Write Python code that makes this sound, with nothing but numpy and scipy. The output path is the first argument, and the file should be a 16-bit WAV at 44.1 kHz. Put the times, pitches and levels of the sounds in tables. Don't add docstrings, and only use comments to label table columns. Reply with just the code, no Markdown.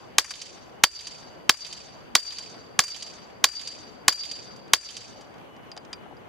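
import sys
import numpy as np
from scipy import signal
from scipy.fft import rfft, irfft
from scipy.io import wavfile
from scipy.ndimage import uniform_filter1d

SR = 44100
rng = np.random.default_rng(int(sys.argv[2]) if len(sys.argv) > 2 else 0)


def amplitude_ratio(level_db):
    exponent = np.asarray(level_db, float) / 20
    return 10 ** exponent


def to_wav(sig):
    pcm = np.clip(np.atleast_2d(sig), -1, 1) * 32767
    pcm = np.round(pcm).astype(np.int16)
    wavfile.write(sys.argv[1], SR, pcm.T)


N = 277344
LENGTH = SR


def rms_one(x):
    return x / np.sqrt(np.mean(x ** 2) + 1e-20)


def peak_one(x):
    return x / np.abs(x).max()


def at_hz(points, hz):
    points_hz, values = np.transpose(points)
    return np.interp(np.log(hz), np.log(points_hz), values)


def in_time(rows):
    s, *columns = np.transpose(rows)
    return [np.interp(np.arange(N) / SR, s, c) for c in columns]


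def drift(rate_hz):
    r = np.exp(-80 * np.pi * rate_hz / SR)
    noise = rng.standard_normal(N // 40 + 2002)
    slow = signal.lfilter([1], [1, -2 * r, r * r], noise)[2000:]
    return np.interp(np.arange(N) / 40, np.arange(len(slow)), rms_one(slow))


def ring(push, hz, t60_s):
    r = amplitude_ratio(-60 / (t60_s * SR))
    w = 2 * np.pi * hz / SR
    return signal.lfilter([0, np.sin(w)], [1, -2 * r * np.cos(w), r * r], push + 1e-18)


def bands(per_octave=2):
    edges_hz = 25 * 2 ** np.arange(0, 9.6, 1 / per_octave)
    return [(np.sqrt(low * high), signal.butter(2, [low, high], "band", fs=SR, output="sos"))
            for low, high in zip(edges_hz, edges_hz[1:])]


COLOUR_BANDS = bands()[3:]
BASS_MID_TREBLE = [signal.butter(3, 2600, fs=SR, output="sos"),
                   signal.butter(3, [2600, 5200], "band", fs=SR, output="sos"),
                   signal.butter(3, [5200, 12500], "band", fs=SR, output="sos")]


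def coloured(x, spectrum):
    return sum((-1) ** k * amplitude_ratio(at_hz(spectrum, hz)) * signal.sosfilt(sos, x)
               for k, (hz, sos) in enumerate(COLOUR_BANDS))


def burst(ms, hold_ms=0, size=LENGTH):
    after_ms = np.maximum(np.arange(size) * 1000 / SR - hold_ms, 0)
    tones = rfft(rng.standard_normal(size) * np.exp(-after_ms / max(ms, .1)))
    local_power = uniform_filter1d(np.abs(tones) ** 2, size=40)
    x = irfft(tones / np.sqrt(local_power), size)
    x = x * (np.arange(size) < size // 2)
    return x / np.sqrt(np.sum(x ** 2))


def add(out, x, s):
    i = round(s * SR)
    out[:, i:i + x.shape[-1]] += x[..., :N - i]


def panned(x, pan_db):
    return x * amplitude_ratio(np.array([[pan_db], [-pan_db]]) / 2)


def traffic():
    # (frequency [Hz], density [dB per Hz])
    spectrum = [(15, -68), (25, -46), (56, -10.5), (113, -4.5), (348, -6.5), (682, -7), (1570, -16),
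                (1890, -19), (2110, -22), (2910, -21.5), (3150, -34), (4850, -34), (7870, -44.5),
                (15400, -43.5)]
    # (time [s], level [dB], left-right [dB])
    hum = [(0, -46.5, 2), (1, -46, 2), (2, -46.5, 0.5), (3, -46, 2), (4, -46.5, 2.5), (5, -45.5, 2),
           (5.6, -46.5, 0.5), (6, -46.5, 3.5), (6.29, -46, 1)]
    # (frequency [Hz], left-right likeness [-1..1])
    likeness = [(60, -0.51), (180, -0.21), (550, 0.078), (1650, -0.1), (4970, -0.093), (15000, -0.036)]
    level_db, pan_db = in_time(hum)
    out, together, white = 0, drift(7.0), rng.standard_normal((2, 2, N))
    for k, (hz, sos) in enumerate(bands()):
        mid, side = signal.sosfilt(sos, white[k % 2])
        alike = np.clip(at_hz(likeness, hz), -1, 1)
        gain = amplitude_ratio(at_hz(spectrum, hz) + .7 * together + 1.3 * drift(11))
        out = out + gain * (np.sqrt(1 + alike) * mid + np.sqrt(1 - alike) * side * [[1], [-1]])
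    out = signal.sosfilt(signal.cheby2(8, 40, 15900, fs=SR, output="sos"), out)
    return amplitude_ratio(level_db) * rms_one(out) * amplitude_ratio(pan_db * [[.5], [-.5]])


def whine():
    # (start [s], length [s], level [dB])
    spells = [(.72, .75, -66), (1.95, .2, -70), (5.1, .17, -64), (5.46, .26, -62), (5.95, .21, -64)]
    hz, fade_s = 2945, .03
    t = np.arange(N) / SR
    on = 0
    for s, length_s, db in spells:
        on = on + amplitude_ratio(db) * np.clip(np.minimum(t - s, s + length_s - t) / fade_s, 0, 1)
    return on * amplitude_ratio(0.88 * drift(9)) * np.sin(2 * np.pi * hz * t)


def thuds():
    # (time [s], peak [dB])
    knocks = [(5.768, -36), (5.778, -36), (6.062, -38), (6.111, -37), (6.126, -39)]
    hz, t60_s, pan_db = 800, .025, 6
    out = np.zeros((2, N))
    for s, db in knocks:
        knock = peak_one(ring(burst(1.0, size=4096), hz, t60_s))
        add(out, panned(amplitude_ratio(db) * knock, pan_db), s)
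    return out


def clank(contact_ms, hold_ms, low_db, high_db):
    # (frequency [Hz], width [Hz], level [dB])
    short_modes = [(950, 440, -10), (1128, 84, -2), (1700, 83, -1.2), (2429, 220, -0.5), (3100, 130, 6.5),
                   (3890, 320, 3.5), (4500, 170, -16), (5640, 680, -4), (6956, 356, -2), (9510, 1000, -11),
                   (13900, 300, -31), (14900, 400, -21.5), (344.4, 170, -22)]
    # (frequency [Hz], density [dB per Hz])
    crack = [(59, -41.5), (100, -28), (1410, 6.5), (1640, 2.5), (4480, -1), (6180, 14), (11200, -43.5),
             (14800, -36), (16500, -32.5)]
    push = burst(contact_ms, hold_ms, size=4096)
    modes = 0
    for k, (hz, width_hz, level_db) in enumerate(short_modes):
        tilt_db = np.interp(np.log(hz), np.log([1500, 3500, 7000]), [low_db, 0, high_db])
        t60_s = np.log(1000) / np.pi / width_hz
        modes = modes + (-1) ** k * amplitude_ratio(level_db + tilt_db) * width_hz * ring(push, hz, t60_s)
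    return peak_one(rms_one(modes) + amplitude_ratio(2) * rms_one(coloured(push, crack)))


def ringing(ring_db, damping, shift=1, flutter_db=2.5):
    # (frequency [Hz], level [dB], t60 [s])
    free_modes = [(4698, -30, .14), (4724, -26, .19), (4765, -32, .09), (4860, -29, .045), (3030, -39, .05),
                  (3710, -37, .045), (5900, -38, .035), (13250, -50, .1), (13420, -50, .11)]
    click = np.arange(LENGTH // 2) == 0
    starts = amplitude_ratio(rng.normal(0, 2, len(free_modes)))
    detune = shift + .0018 * rng.standard_normal(len(free_modes))
    onset = np.minimum(np.arange(len(click)) / (.03 * SR), 1)
    flutter = amplitude_ratio(flutter_db * drift(35)[:len(click)] * onset)
    modes = 0
    for start, grip, (hz, level_db, t60_s) in zip(starts, detune, free_modes):
        modes = modes + start * amplitude_ratio(level_db + ring_db) * ring(click, hz * grip, t60_s / damping)
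    return flutter * modes


def taps():
    # (time [s], peak [dB], left-right [dB], ring [dB], length [ms])
    touches = [(4.6795, -43.5, -2, -18, 3.1), (5.3412, -46, 1, -28, 2.5), (5.3816, -53, -17, -18.5, 3.3),
               (5.565, -46.5, 1, -21, 2), (5.631, -57, 1.5, -12, 2.4), (5.7165, -37.5, 2, 0.5, 2.3),
               (5.7657, -35.5, -4, -22, 2.5), (5.7758, -31.5, 3, -9, 2.2), (5.849, -50, -23, -17, 3.7),
               (5.93, -25.5, 1.5, -5, 4.2), (6.1687, -58.5, -4, 4, 1.8)]
    out, click = np.zeros((2, N)), np.arange(4096) == 0
    for s, db, pan_db, ring_db, length_ms in touches:
        add(out, panned(amplitude_ratio(db) * clank(length_ms, 0, 6.1, -0.82), pan_db), s)
        add(out, panned(amplitude_ratio(db + 5) * ringing(ring_db, 0.8, flutter_db=1), pan_db), s)
        add(out, panned(amplitude_ratio(db + ring_db + 2.0) * ring(click, 4860, 0.049), pan_db), s)
    return signal.sosfilt(signal.butter(2, 9500, fs=SR, output="sos"), out)


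def yard():
    # (frequency [Hz], t60 [s])
    decay = [(500, 0.83), (1500, 0.57), (3000, 1), (6000, 0.9), (10000, 0.65), (15000, 0.14)]
    # (frequency [Hz], density [dB per Hz])
    spectrum = [(500, -15.5), (1500, -8), (3000, -10), (4500, -8), (6000, -4), (8000, -13.5), (11000, -20),
                (15000, -22.5)]
    # (time after blow [s], level [dB])
    scatter = [(0, -14.5), (.012, 18.5), (.03, 6.5), (.065, -5.5), (.1, -2.5), (.22, -2), (.4, 1),
               (.47, -1), (1, -8.5)]
    t, white, out = np.arange(LENGTH) / SR, rng.standard_normal((2, 2, LENGTH)), 0
    together = drift(33)[:LENGTH]
    for k, (hz, sos) in enumerate(bands(4)[14:]):
        lumps_db = 1.5 * together + 3.0 * drift(30)[:LENGTH]
        gain = amplitude_ratio(at_hz(spectrum, hz) + lumps_db - 60 * t / at_hz(decay, hz))
        out = out + (-1) ** (k // 2) * signal.sosfilt(sos, white[k % 2]) * gain
    out = out * amplitude_ratio(np.interp(t, *np.transpose(scatter)))
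    return out + 0.081 * out[::-1]


def echo(rung, delay_s, bass_db, treble_db, smear_ms):
    x = np.array([clank(smear_ms, 1.6, 0, 0), clank(smear_ms, 1.3, 0, 0)])
    x = x + 0.72 * x[::-1]
    x = x * (1 - np.exp(-np.arange(x.shape[1]) / (0.00078 * SR)))
    x = sum(amplitude_ratio(db) * signal.sosfilt(sos, x)
            for db, sos in zip([bass_db, 0, treble_db], BASS_MID_TREBLE))
    air = signal.butter(2, min(4500 / np.sqrt(delay_s), .45 * SR), fs=SR, output="sos")
    out = amplitude_ratio(8) * np.repeat(signal.sosfilt(air, rung)[None], 2, axis=0)
    add(out, amplitude_ratio(-22) * rms_one(signal.sosfilt(air, x)), 0)
    return out


def direct_blow(out, s, db, low_db, high_db, ring_db):
    left_lead_samples = .3
    mid, side = clank(2.9, 2.2, low_db, high_db), clank(2.3, 2.5, low_db + 7, high_db + 11.5)
    difference = amplitude_ratio(-24.5) * side + left_lead_samples / 2 * np.gradient(mid)
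    add(out, amplitude_ratio(db + 12.5) * (mid + difference * [[1], [-1]]), s)
    add(out, amplitude_ratio(db - 23) * side[None, :256], s - .002)
    add(out, amplitude_ratio(db + 1.0) * ringing(ring_db, 0.8)[None], s)


def hammering():
    # (time [s], peak [dB], low clank [dB], high clank [dB], ring [dB])
    blows = [(0.183, -3.5, 6, 7, 2.5), (0.837, 1.5, 5.5, -1.5, 7), (1.494, 0, 7, -14, 6),
             (2.152, -4.5, 7.5, 4.5, 10), (2.791, -5, 13, 9.5, 6.5), (3.441, -2.5, 1, 3, 7),
             (4.081, -3, 18, 14.5, 9.5), (4.734, -2, 4, 3.5, 3.2)]
    # (time after blow [s], peak [dB], left-right [dB], bass [dB], treble [dB])
    walls = [(.077, -28, 18, 1, 15), (.094, -33, 15, 2, -3), (.128, -48, 6, -3, -4),
             (.1538, -22.5, -8, -14, -9), (.171, -27.5, -11, -3, 5), (0.233, -21, -5, -12, 3),
             (0.274, -37.5, -15, -10, 0), (.31, -52, -1, -7, -36), (.3445, -37.5, -3, -12, 4),
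             (.39, -44, 10.5, 7, -20)]
    # (time [s], peak [dB], bass [dB], treble [dB])
    bounces = [(0.2433, -12, 3.5, 3), (0.3068, -13, 0.5, 4.5), (1.5402, -13.5, 2, 0), (2.1961, -15, -10, 3),
               (2.8369, -7.5, 2, 9.5), (2.88, -17, -3, 3), (3.487, -11, 3, 6), (3.5278, -26.5, 3, 3),
               (4.1253, -6.5, -1, 4), (4.5625, -44.5, -16, 8.5), (5.2096, -38.5, -4, 0)]
    wall_smear_ms, wall_chance_db, tail_db, bounce_ms = 6.9, -1.04, 0.5, 7.1
    out, response, starts, rung = np.zeros((2, N)), yard(), np.array(blows)[:, 0], []
    for s, db, low_db, high_db, ring_db in blows:
        rebound = ringing(ring_db, 1.2, 1.001)
        rung.append(rebound)
        direct_blow(out, s, db, low_db, high_db, ring_db)
        add(out, amplitude_ratio(db - 22) * echo(rebound, .017, -3, 0, 4), s + .017)
        tail = amplitude_ratio(tail_db - 29) * signal.fftconvolve(rebound[None], response, axes=1)[:, :LENGTH]
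        tail = tail + amplitude_ratio(tail_db - 16) * response[::-1]
        add(out, tail, s)
        for delay_s, wall_db, pan_db, bass_db, treble_db in walls:
            back = echo(rebound, delay_s, bass_db, treble_db, wall_smear_ms)
            gain = amplitude_ratio(wall_db + wall_chance_db * rng.standard_normal())
            add(out, panned(gain * back, pan_db), s + delay_s)
    add(out, amplitude_ratio(0.1) * tail[:, round(.47 * SR):], 0)
    for s, db, bass_db, treble_db in bounces:
        last_rung = rung[np.searchsorted(starts, s) - 1]
        add(out, amplitude_ratio(db) * echo(last_rung, .05, bass_db, treble_db, bounce_ms), s)
    return out


def scene():
    return traffic() + whine() + thuds() + taps() + hammering()


def duck(dry):
    threshold_db, share, attack_s, release_s = -29.5, 0.72, 0.011, .13
    t = np.arange(N) / SR
    level_db = 10 * np.log10(uniform_filter1d(np.mean(dry ** 2, axis=0), size=88) + 1e-12)
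    over_db = np.maximum(level_db - threshold_db, 1e-3)
    held_db = np.exp(np.maximum.accumulate(np.log(over_db) + t / release_s) - t / release_s)
    r = np.exp(-1 / (attack_s * SR))
    return dry * amplitude_ratio(-share * signal.lfilter([1 - r], [1, -r], held_db))


def low_pass(x):
    return signal.sosfilt(signal.butter(12, 16860, fs=SR, output="sos"), x)


def record(dry):
    x = 0.67 * np.tanh(duck(dry) / 0.63)
    x = signal.sosfilt(signal.butter(3, 100, "high", fs=SR, output="sos"), x)
    x = signal.sosfilt(signal.cheby2(10, 60, 17000, fs=SR, output="sos"), x)
    rumble_band = signal.butter(2, [50, 110], "band", fs=SR, output="sos")
    rumble = signal.sosfilt(rumble_band, rng.standard_normal((2, N)))
    x = x + amplitude_ratio(-65.0) * panned(rms_one(rumble + 0.15 * rumble[::-1]), 2.5)
    return low_pass(x)


dry = scene()
out = record(dry)
to_wav(out)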